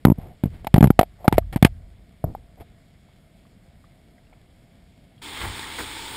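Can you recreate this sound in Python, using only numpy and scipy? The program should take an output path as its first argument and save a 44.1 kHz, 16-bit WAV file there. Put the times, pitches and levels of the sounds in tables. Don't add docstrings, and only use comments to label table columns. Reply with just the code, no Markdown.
import sys
import numpy as np
from scipy import signal
from scipy.fft import rfft, irfft
from scipy.io import wavfile
from scipy.ndimage import uniform_filter1d

SR = 44100
rng = np.random.default_rng(int(sys.argv[2]) if len(sys.argv) > 2 else 0)


def wav_record(signal):
    frames = np.transpose(np.atleast_2d(signal))
    bounded = np.clip(frames, -1, 1)
    quanta = np.round(bounded * 32767).astype(np.int16)
    wavfile.write(sys.argv[1], SR, quanta)


N = 271656
TIME = np.arange(N) / SR
CUT_S = 5.216


def undb(db):
    return 10 ** (np.asarray(db) / 20)


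def unit(x):
    return x / np.sqrt(np.mean(x ** 2) + 1e-18)


def add(out, start_s, x):
    i = max(int(start_s * SR), 0)
    out[i:i + len(x)] += x[:N - i]


def colour(x, points, peaks=()):
    hz = np.arange(4097) * SR / 8192
    at_hz, at_db = np.transpose(points)
    db = np.interp(np.log(hz + 1), np.log(at_hz), at_db)
    for centre_hz, width_hz, lift_db in peaks:
        db = db + lift_db / (1 + (2 * (hz - centre_hz) / width_hz) ** 2)
    cepstrum = irfft(np.log(undb(db)))
    cepstrum[1:4096] *= 2
    cepstrum[4097:] = 0
    response = irfft(np.exp(rfft(cepstrum)))
    return signal.fftconvolve(x, response / np.linalg.norm(response))[:len(x)]


def notch(x, hz, width_hz):
    return signal.lfilter(*signal.iirnotch(hz, hz / width_hz, fs=SR), x)


def lowpass(x, hz, order):
    return signal.lfilter(*signal.butter(order, hz, fs=SR), x)


def fade(t, t60_s):
    return np.exp(-np.log(1000) * t / t60_s)


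def swell(start_s, rise_s, hold_s, t60_s):
    rise = np.clip((TIME - start_s) / rise_s, 0, 1)
    return rise * fade(np.maximum(TIME - start_s - hold_s, 0), t60_s)


def slide_pressure(length_s):
    return np.sin(np.pi * np.sqrt(np.linspace(0, 1, int(length_s * SR))))


def ring(hz, t60_s, glide=0):
    t = TIME[:int(t60_s * SR)]
    cycles = hz * t * (1 + glide * t / t60_s / 2)
    return np.sin(2 * np.pi * cycles) * fade(t, t60_s)


def walk(rate_hz):
    k = int(SR / rate_hz)
    steps = np.repeat(rng.standard_normal(N // k + 1), k)
    return unit(uniform_filter1d(uniform_filter1d(steps, k), k)[:N])


def grains(rate_hz, spread_db):
    hits = rng.random(N) < rate_hz / SR
    size_db = spread_db * np.minimum(rng.exponential(size=N), 4)
    return unit(hits * rng.standard_normal(N) * undb(size_db))


def churn(flicker_db, rate_hz):
    spectrum = rfft(rng.standard_normal(N))
    hz = np.arange(N // 2 + 1) * SR / N
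    octave = np.floor(np.log2(np.maximum(hz, 64)))
    out = np.zeros(N)
    for k in np.unique(octave):
        out += irfft(spectrum * (octave == k), N) * undb(flicker_db * walk(rate_hz))
    return unit(out)


def rumble(points):
    x = colour(rng.standard_normal(N), points)
    return x / np.sqrt(uniform_filter1d(x ** 2, SR // 30) + 1e-12)


# start_s, level_db, start_pitch_hz
BUBBLE_POPS = [(1.424, -48, 1184), (3.087, -50, 844), (3.453, -51.5, 1103), (3.842, -46, 1172),
               (4.182, -50, 1995), (4.27, -55, 2700), (4.327, -43.5, 702), (4.331, -48.5, 2200),
               (5.18, -51, 3270)]
# freq_hz, relative_db_per_hz
CURRENT_SPECTRUM = [(15, -34.5), (25, -3.5), (87, -2), (114, -4), (180, -4.5), (384, -19), (659, -24.5),
                    (1020, -30.5), (2220, -28), (2480, -32.5), (5000, -35), (6050, -39), (8360, -38),
                    (14400, -45.5), (16000, -57)]
CURRENT_DB = -53


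def current(bubble_t60_s=0.02, froth_gain=0.37):
    flow = churn(flicker_db=-0.98, rate_hz=20) + undb(-9.5) * grains(rate_hz=250, spread_db=3)
    # centre_hz, width_hz, lift_db
    peaks = [(675.0, 160, 9.3), (2200, 270, 3.06), (3347, 510, 4.7)]
    out = undb(CURRENT_DB) * unit(colour(flow, CURRENT_SPECTRUM, peaks))
    for start_s, level_db, pitch_hz in BUBBLE_POPS:
        add(out, start_s, undb(level_db) * ring(pitch_hz, bubble_t60_s, glide=0.081))
        for late, size in rng.random((4, 2)):
            shed = ring(pitch_hz * 2 ** (1.5 * size - 0.5), bubble_t60_s / 2)
            add(out, start_s + 0.011 * late, froth_gain * undb(level_db) * shed)
    return out


# centre_hz, width_hz, lift_db
CAVITY_MODES = [(885, 120, 7), (1330, 190, -0.5), (2170, 610, 7), (3300, 700, 3.5), (8620, 670, 5)]
# freq_hz, relative_db_per_hz
RUSH_SPECTRUM = [(60, -10), (160, -11), (290, -1), (410, -5), (600, -13), (900, -5), (2650, -10.5),
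                 (3480, -5), (5300, -13.3), (8660, -14), (11000, -19), (11900, -43), (13500, -19),
                 (15500, -19)]
# start_s, length_s, slap_db, buffet_db
SPLASH_EVENTS = [(5.367, 0.02, -41, -67), (5.402, 0.094, -33.5, -35), (5.782, 0.067, -33.5, -49)]
# freq_hz, relative_db_per_hz
SPLASH_SPECTRUM = [(100, -19), (300, 7), (600, -1), (1400, 4.5), (3000, -12), (8000, -26), (16000, -12)]
# freq_hz, relative_db_per_hz
BUFFET_SPECTRUM = [(20, -11), (50, -1.5), (85, 2), (140, -9), (250, -22), (500, -63)]
RUSH_DB, RUSH_START_DB, RUSH_RISE_S = -35.5, -3.5, 0.14
BUFFET_DB, GUST_DB, GUSTS_HZ = -49, 0.5, 10
SPRAY_DB, SURGE_RISE_S, SURGE_T60_S = -12, 0.016, 0.19


def weir():
    start_share = np.clip(1 - (TIME - CUT_S) / RUSH_RISE_S, 0, 1)
    flow = undb(RUSH_DB + RUSH_START_DB * start_share)
    heave = undb(BUFFET_DB + GUST_DB * walk(GUSTS_HZ)) * (flow / undb(RUSH_DB)) ** 2
    slaps = np.zeros(N)
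    for start_s, length_s, slap_db, buffet_db in SPLASH_EVENTS:
        add(slaps, start_s, undb(slap_db) * slide_pressure(length_s))
        heave += undb(buffet_db) * swell(start_s, SURGE_RISE_S, length_s, SURGE_T60_S)
    foam = churn(flicker_db=1.45, rate_hz=18) + undb(-5.0) * grains(rate_hz=2300, spread_db=2.5)
    rush = unit(colour(foam, RUSH_SPECTRUM, CAVITY_MODES)) * (flow + undb(SPRAY_DB) * slaps)
    splashes = colour(slaps * grains(rate_hz=1700, spread_db=0), SPLASH_SPECTRUM, CAVITY_MODES)
    return rush + splashes + rumble(BUFFET_SPECTRUM) * heave


# start_s, level_db
MOUNT_SHOVES = [(0.058, -42.5), (0.45, -35.5), (0.8, -36.5), (1.308, -27.5), (1.64, -35.5), (2.26, -43.5)]
# freq_hz, relative_db, t60_s
MOUNT_RESONANCES = [(48.37, -1, 1.3), (84, 5, 0.5), (122, -0.5, 0.35)]
# freq_hz, relative_db_per_hz
SWAY_SPECTRUM = [(20, -10), (50, -2.5), (85, -1.5), (130, -13), (220, -25), (500, -67.5)]
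SHOVE_RISE_S, SHOVE_T60_S = 0.025, 0.98


def sway(shudder_db=-2):
    shudder, modes = np.zeros((2, N))
    for start_s, level_db in MOUNT_SHOVES:
        shudder += undb(level_db) * swell(start_s, SHOVE_RISE_S, SHOVE_RISE_S, SHOVE_T60_S)
        for hz, mode_db, t60_s in MOUNT_RESONANCES:
            tone = np.sin(2 * np.pi * hz * (TIME - start_s))
            modes += undb(level_db + mode_db) * tone * swell(start_s, SHOVE_RISE_S, SHOVE_RISE_S, t60_s)
    return rumble(SWAY_SPECTRUM) * shudder * undb(shudder_db) + modes


# freq_hz, relative_db, t60_s
HIGH_TONES = [(11380, -0.5, .028), (12200, -1.5, 0.012), (12240, 2, 0.019), (12900, -2, 0.03)]


def high_tones(x):
    return sum(undb(db) * signal.fftconvolve(x, ring(hz, t60_s))[:N] for hz, db, t60_s in HIGH_TONES)


# start_s, length_s, rub_db, wall_ring_db, rasp_db
SCRAPE_EVENTS = [(0.171, 0.2, -40.5, -49.5, -61.5), (0.449, 0.045, -32, -59, -59),
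                 (0.504, 0.17, -42, -64, -60.5), (0.669, 0.0092, -42, -29, -31.5),
                 (0.755, 0.023, -15, -26, -39), (1.187, 0.19, -60, -50.5, -67.5),
                 (1.243, 0.023, -51, -29.5, -52.5), (1.313, 0.0031, -35, -38.5, -51.5),
                 (1.324, 0.04, -25, -37.5, -41.5), (1.37, 0.012, -30, -55, -42.5),
                 (1.526, 0.029, -33, -38.5, -39.5), (1.566, 0.014, -37, -33.5, -40),
                 (1.646, 0.034, -34, -28.5, -32), (2.239, 0.11, -32, -52, -81),
                 (2.371, 0.033, -43, -72, -76), (2.57, 0.05, -49, -54.5, -74),
                 (2.599, 0.038, -42, -46, -56)]
# freq_hz, relative_db_per_hz
RUB_SPECTRUM = [(25, -2), (65, 2.5), (125, -1), (230, -9.5), (500, -21), (1000, -37), (3000, -62)]
# freq_hz, relative_db_per_hz
CRACK_SPECTRUM = [(300, -15), (1200, 8), (2200, 4), (3700, -1), (5000, -6.5), (7500, -11), (10000, -6.5),
                  (14500, -11), (16000, -16)]


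def scrapes(wall_hz=705, wall_t60_s=0.021, wall_top_hz=1700, tone_db=-42):
    rub, wall, rasp = np.zeros((3, N))
    for start_s, length_s, rub_db, ring_db, rasp_db in SCRAPE_EVENTS:
        pressure = slide_pressure(length_s)
        add(rub, start_s, undb(rub_db) * pressure)
        add(wall, start_s, undb(ring_db) * pressure)
        add(rasp, start_s, undb(rasp_db) * pressure)
    slips = grains(rate_hz=5800, spread_db=2.0)
    mode = ring(wall_hz, wall_t60_s)
    ringing = signal.fftconvolve(slips * wall, mode / np.linalg.norm(mode))[:N]
    body = lowpass(rub * rumble(RUB_SPECTRUM) + ringing, wall_top_hz, order=2)
    rasping = colour(slips * rasp, CRACK_SPECTRUM, CAVITY_MODES)
    return body + rasping + high_tones(slips * wall * undb(tone_db))


# start_s, push_db, contact_ms, wall_ring_db, wall_ring_hz (unsagged), crack_db
KNOCK_EVENTS = [(0.0511, 13, 2.9, 3, 907, -14), (0.069, 1, 3.4, -18.5, 990, -36),
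                (0.0829, 0.5, 2.85, -21, 990, -46), (0.1, 3, 3.4, -18.5, 950, -37.5),
                (0.1183, 1, 3.3, -27, 990, -50), (0.1836, -13.5, 4.4, -41, 780, -56),
                (0.4368, -1.5, 3.3, -22, 854, -32), (0.4566, -6, 4.45, -42, 640, -48),
                (0.646, -26, 2.3, -26.5, 725, -38.5), (0.669, -18, 4.7, -11, 860, -27),
                (0.7414, 10, 4.78, -14, 900, -16.5), (0.7621, -7.5, 2.3, -11.5, 885, -30),
                (0.7799, 6, 3.24, -9, 775, -27), (0.8075, 4.5, 3.54, -16.5, 890, -25.5),
                (0.8271, 11, 3.85, -3, 860, -24), (0.8415, 11, 3.9, -3.5, 887, -18.5),
                (0.8557, 0.5, 5.3, -19.5, 905, -32), (0.872, 0, 5.35, -19.5, 895, -29.5),
                (0.9036, 7.5, 2.66, -7, 854, -29), (0.9917, 6.5, 2.92, 10, 810, -7),
                (1.0116, -14.5, 3.1, -0.8, 760, -20.5), (1.0306, -21, 2.2, -7.5, 750, -28.5),
                (1.2793, 8, 3, 3.5, 915, -11.5), (1.3257, -4, 2.4, -8.5, 940, -20.5),
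                (1.3813, -2.5, 2.04, 4.5, 720, -15.5), (1.5599, -2.5, 3.45, -19.5, 980, -26),
                (1.6258, 9, 4, -3.5, 817, -10.5), (1.6486, 11, 2.66, -3, 698, -3),
                (2.241, -3, 6.8, -11, 680, -78), (2.35, -42, 1.7, -18, 816, -54),
                (2.608, -28.5, 1.43, -54, 700, -54)]
# multiple_of_ring_hz, relative_db, t60_s
WALL_RESONANCES = [(1, -3, 0.02), (0.95, -20.5, 0.047)]
WALL_SAG_MAX, LIFT_OFF_S = 0.2, 0.0043


def knocks(leak_hz=119, leak_q=0.71, soft_hz=950, wall_top_hz=1650, rise_share=0.04,
           crack_t60_s=0.02, crack_rise_s=0.00024, tone_push_db=-41, tone_ring_db=-33):
    pushes, walls, cracks, jolts = np.zeros((4, N))
    t = TIME[:SR // 20]
    for start_s, push_db, contact_ms, ring_db, ring_hz, crack_db in KNOCK_EVENTS:
        contact = t / (contact_ms / 1000)
        push = np.sin(np.pi * np.minimum(contact, 1))
        sag = WALL_SAG_MAX * np.tanh(undb(ring_db)) * np.exp(-t / LIFT_OFF_S)
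        cycles = np.cumsum(ring_hz * (1 - sag)) / SR
        wall = np.zeros(len(t))
        for multiple, db, t60_s in WALL_RESONANCES:
            wall += undb(db) * np.sin(2 * np.pi * multiple * cycles) * fade(t, t60_s)
        wall *= 1 - np.exp(-(contact / rise_share) ** 2)
        grit = rng.standard_normal(len(t)) * fade(t, crack_t60_s) * (1 - np.exp(-t / crack_rise_s))
        jolt = undb(push_db + tone_push_db) + undb(ring_db + tone_ring_db)
        add(pushes, start_s, -undb(push_db) * push)
        add(walls, start_s, undb(ring_db) * wall)
        add(cracks, start_s, undb(crack_db) * grit)
        add(jolts, start_s, jolt * grit / np.linalg.norm(grit))
    w = 2 * np.pi * leak_hz / SR
    thuds = signal.lfilter(*signal.bilinear([1, 0, 0], [1, w / leak_q, w ** 2], 1), pushes)
    body = lowpass(lowpass(thuds, soft_hz, order=1) + walls, wall_top_hz, order=3)
    return body + colour(cracks, CRACK_SPECTRUM, CAVITY_MODES) + high_tones(jolts)


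# centre_hz, width_hz
HOUSING_DEAD_BAND = (6020, 620)
# centre_hz, width_hz
WEIR_DEAD_BAND = (11700, 1400)


def scene():
    in_air = np.clip((TIME - CUT_S) / 0.006, 0, 1)
    water = current() + sway() + scrapes() + knocks()
    air = notch(weir(), *WEIR_DEAD_BAND)
    sound = (1 - in_air) * water + in_air * air
    return notch(notch(sound, *HOUSING_DEAD_BAND), *HOUSING_DEAD_BAND)[None]


TOP_HZ = 15600


def record(dry):
    clipped = np.clip(dry, -1, 1)
    top_cut = signal.ellip(8, 0.05, 50, TOP_HZ, fs=SR, output="sos")
    return signal.sosfiltfilt(top_cut, clipped)


dry = scene()
out = record(dry)
wav_record(out)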